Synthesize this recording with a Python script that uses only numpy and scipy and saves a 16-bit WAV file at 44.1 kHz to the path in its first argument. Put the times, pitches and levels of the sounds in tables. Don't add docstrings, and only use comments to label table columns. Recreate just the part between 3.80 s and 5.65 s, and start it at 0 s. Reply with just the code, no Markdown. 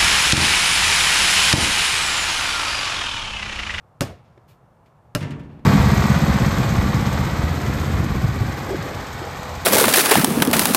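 import sys
import numpy as np
from scipy import signal
from scipy.io import wavfile

SR = 44100
rng = np.random.default_rng(int(sys.argv[2]) if len(sys.argv) > 2 else 0)


def log_audio(samples):
    frames = np.atleast_2d(samples).T
    limited = np.clip(frames, -1, 1)
    pcm = np.round(limited * 32767).astype(np.int16)
    wavfile.write(sys.argv[1], SR, pcm)


N = 81585
T = np.arange(N) / SR


def bounce(start_s, level_db, slap_db, thump_hz, ring_ratio, echo_s, echo_db, scatter_db, tail_db):
    # pitch_hz, level_db, t60_s
    ball_modes = [(171.5, -25, .1), (296.2, -20.5, 0.052), (384, -29.5, 0.0804), (601.6, -24, 0.084),
                  (730, -42, 0.048), (938, -49.5, .15), (1058, -37, 0.064), (1160, -38, .1),
                  (1365, -25.5, 0.051), (1630, -30, 0.051), (1827, -33.5, 0.052), (2502, -36, 0.041),
                  (2818, -32, 0.052), (2940, -36, .09), (5324, -40.5, .1)]
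    # pitch_hz, level_db (per octave), t60_s
    crack_colour = [(500, -40.5, 0.019), (1501, -27.5, 0.042), (3003, -23.5, .014), (5030, -20.5, 0.017),
                    (7870, -22, 0.015), (12500, -16.5, 0.011), (15000, -27.5, 0.022)]
    # pitch_hz, level_db (per octave)
    spray_colour = [(200, -49), (500, -30.5), (900, -40.5), (1800, -30.5), (3000, -38), (5000, -26),
                    (8000, -30.5), (14000, -34.5)]
    slap_lag_s, body_lag_s = 0.00015, 0.0003

    squeeze_shape = np.exp(-np.abs(T - start_s) / 0.0024) * (T < start_s + slap_lag_s)
    squeeze = -from_db(-23.5) * squeeze_shape

    slap_width_s, recoil_lag_s, recoil_share = 0.000028, 0.00018, 0.4
    hit = np.exp(-((T - slap_lag_s) / slap_width_s) ** 2 / 2)
    recoil = np.exp(-((T - slap_lag_s - recoil_lag_s) / slap_width_s) ** 2 / 2)
    slap = from_db(0.5) * (recoil_share * recoil - hit)
    crack = delay(noise(crack_colour), body_lag_s)

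    thump = ring([(thump_hz, -14, 0.065)])
    tuned_modes = [(hz * ring_ratio, db, t60_s) for hz, db, t60_s in ball_modes]
    body = delay(thump + ring(tuned_modes), body_lag_s)

    spray_shape = swell(0.00094) * fade(0.065)
    spray = noise(spray_colour) * spray_shape
    scatter = noise(spray_colour) * spray_shape
    wall = delay(from_db(echo_db) * body + from_db(scatter_db) * scatter, echo_s)

    impact = from_db(slap_db) * (slap + crack + spray)
    sound = impact + body + wall + from_db(tail_db) * outdoors()
    return from_db(level_db) * (squeeze + delay(sound, start_s))


def garage():
    # pitch_hz, level_db (per octave), t60_s
    boom_colour = [(45, -47.5, 3.2), (107.3, -26, 0.83), (168, -26, 1.03), (270, -29.5, 1.02),
                   (460, -39.5, 1.33), (770, -44.5, 1.5), (1700, -39.5, 0.77), (2690, -43.5, 0.88),
                   (3770, -47.5, 0.48), (7400, -52.5, 0.64), (13900, -82, 0.26)]
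    # pitch_hz, level_db, t60_s
    standing_waves = [(91.5, -34.5, 0.35), (144.8, -25.5, 1.18), (155.3, -47, 0.62), (226.6, -34, 1.5),
                      (248.7, -34, .8), (285, -41.5, 3.3), (372, -44.5, 1.37), (604, -49.5, 1.4),
                      (949, -45, 1.08), (1340, -49, 0.44), (1770, -44, 0.77)]
    # delay_s, level_db
    wall_slaps = [(0.055, 3.5), (.075, 3.5), (.156, 0.5), (.244, -10.5), (.283, -19)]
    # pitch_hz, level_db (per octave), t60_s
    slap_colour = [(298, -52, 0.093), (990, -48.5, 0.1), (2280, -40.5, .22), (4900, -49, 0.14),
                   (8950, -52.5, 0.078), (14000, -60, 0.077)]
    boom = (noise(boom_colour) + ring(standing_waves)) * swell(0.016)
    sound = delay(boom, 0.052)
    for delay_s, level_db in wall_slaps:
        slap = noise(slap_colour) * swell(0.00089)
        sound = sound + from_db(level_db) * delay(slap, delay_s)
    return sound


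def outdoors():
    # pitch_hz, level_db (per octave), t60_s
    driveway = [(50, -40, 0.42), (112.5, -28, 0.41), (171.8, -33, .33), (254, -36.5, 0.4),
                (520, -32.5, 0.3), (970, -40.5, .38), (2010, -40.5, 0.4), (3970, -41.5, 0.33),
                (8000, -42, .25), (14200, -46, .21)]
    house = [(50, -44, 0.096), (110, -39.5, 0.14), (220, -51.5, .22), (432, -47, 0.27), (608, -33.5, .26),
             (890, -54, 0.11), (3000, -75, 0.082), (12000, -67, 0.23)]
    street = [(60, -66.5, 1.7), (124, -51.5, 1), (283, -77, 1.7), (600, -68, 1.1), (1960, -73.5, 1.8),
              (3700, -75, 0.72), (5600, -78.5, 1.4), (12000, -101, 0.48)]
    near = noise(driveway) * swell(0.005)
    front = delay(noise(house) * swell(0.016), 0.072)
    far = delay(noise(street) * swell(0.0073), 0.225)
    return near + front + far


def step(start_s, level_db, rise_s, t60_s, tilt_db):
    # pitch_hz, level_db (per octave)
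    shoe_colour = [(40, -49), (150, -22), (300, -3), (550, -1.5), (1000, -9), (2300, 2.5), (5000, -4.5),
                   (9000, -12.5), (14000, -8.5)]
    pivot_hz = 1960
    tilted = [(hz, db + tilt_db * np.log2(hz / pivot_hz)) for hz, db in shoe_colour]
    burst = noise(tilted) * swell(rise_s) * fade(t60_s)
    return from_db(level_db) * delay(burst, start_s)


def traffic():
    # pitch_hz, level_db (per octave)
    hum_colour = [(25, -69), (60, -65), (130, -54.5), (250, -68), (450, -64), (750, -59), (1200, -63),
                  (2000, -75), (4000, -82.5), (8000, -82.5), (14000, -84.5)]
    return noise(hum_colour)


def ring(modes):
    sound = 0
    for k, (hz, db, t60_s) in enumerate(modes):
        sine = np.sin(2 * np.pi * hz * T)
        sound = sound + (-1) ** k * from_db(db) * fade(t60_s) * sine
    return sound


def noise(table):
    hz, db, *t60_s = np.transpose(table)
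    white = rng.standard_normal((2, N + SR // 4))
    edges = 22 * 2 ** (np.arange(30) / 3)
    out = 0
    for k, (low, high) in enumerate(zip(edges, edges[1:])):
        band_filter = signal.butter(2, [low, high], "band", fs=SR, output="sos")
        band = signal.sosfilt(band_filter, white[k % 2])[-N:]
        band = band / band.std() / np.sqrt(3)
        centre = np.log(low * high) / 2
        band = band * from_db(np.interp(centre, np.log(hz), db))
        if t60_s:
            band = band * fade(np.interp(centre, np.log(hz), t60_s[0]))
        out = out + band
    return out


def from_db(db):
    return 10 ** (np.asarray(db) / 20)


def fade(t60_s):
    return from_db(-60 * T / np.maximum(t60_s, 0.002))


def swell(rise_s):
    return 1 - np.exp(-(T / max(rise_s, 1e-5)) ** 2)


def delay(x, delay_s):
    silence = np.zeros(max(int(round(delay_s * SR)), 0))
    return np.concatenate([silence, x])[:N]


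def scene():
    # start_s, level_db, slap_db, thump_hz, ring_pitch_ratio, wall_echo_delay_s, wall_echo_db,
    # echo_spray_db, driveway_tail_db, garage_db
    bounces = [(0.2086, 0.5, -5, 99.2, 0.95, .0073, 0, -2.5, 3, -68),
               (1.3504, -1.5, -2.5, 114.4, 0.99, .0068, 1, -10.5, 1, -0.5)]
    # start_s, level_db, rise_s, t60_s, tilt_db (per octave)
    steps = [(.576, -52.5, 0.00044, 0.031, -7), (0.673, -60.5, 0.016, 0.21, 5.3),
             (.705, -60, 0.0069, 0.15, -0.5), (.74, -72, .005, 0.076, 2.5), (1.057, -64.5, 0.0022, 0.16, 0),
             (1.69, -63, 0.006, 1, -4.5), (1.792, -57.5, 0.00048, 0.05, -4)]
    answer = garage()
    mix = traffic()
    for *settings, garage_db in bounces:
        mix = mix + bounce(*settings) + from_db(garage_db) * delay(answer, settings[0])
    for row in steps:
        mix = mix + step(*row)
    return mix[None]


def record(dry):
    low_cut_hz, top_cut_hz = 52, 15200
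    low_cut = signal.butter(2, low_cut_hz, "high", fs=SR, output="sos")
    thin = signal.sosfilt(low_cut, dry)
    top_cut = signal.firwin(141, top_cut_hz, fs=SR)
    return signal.fftconvolve(thin, top_cut[None], mode="same")


dry = scene()
out = record(dry)
log_audio(out)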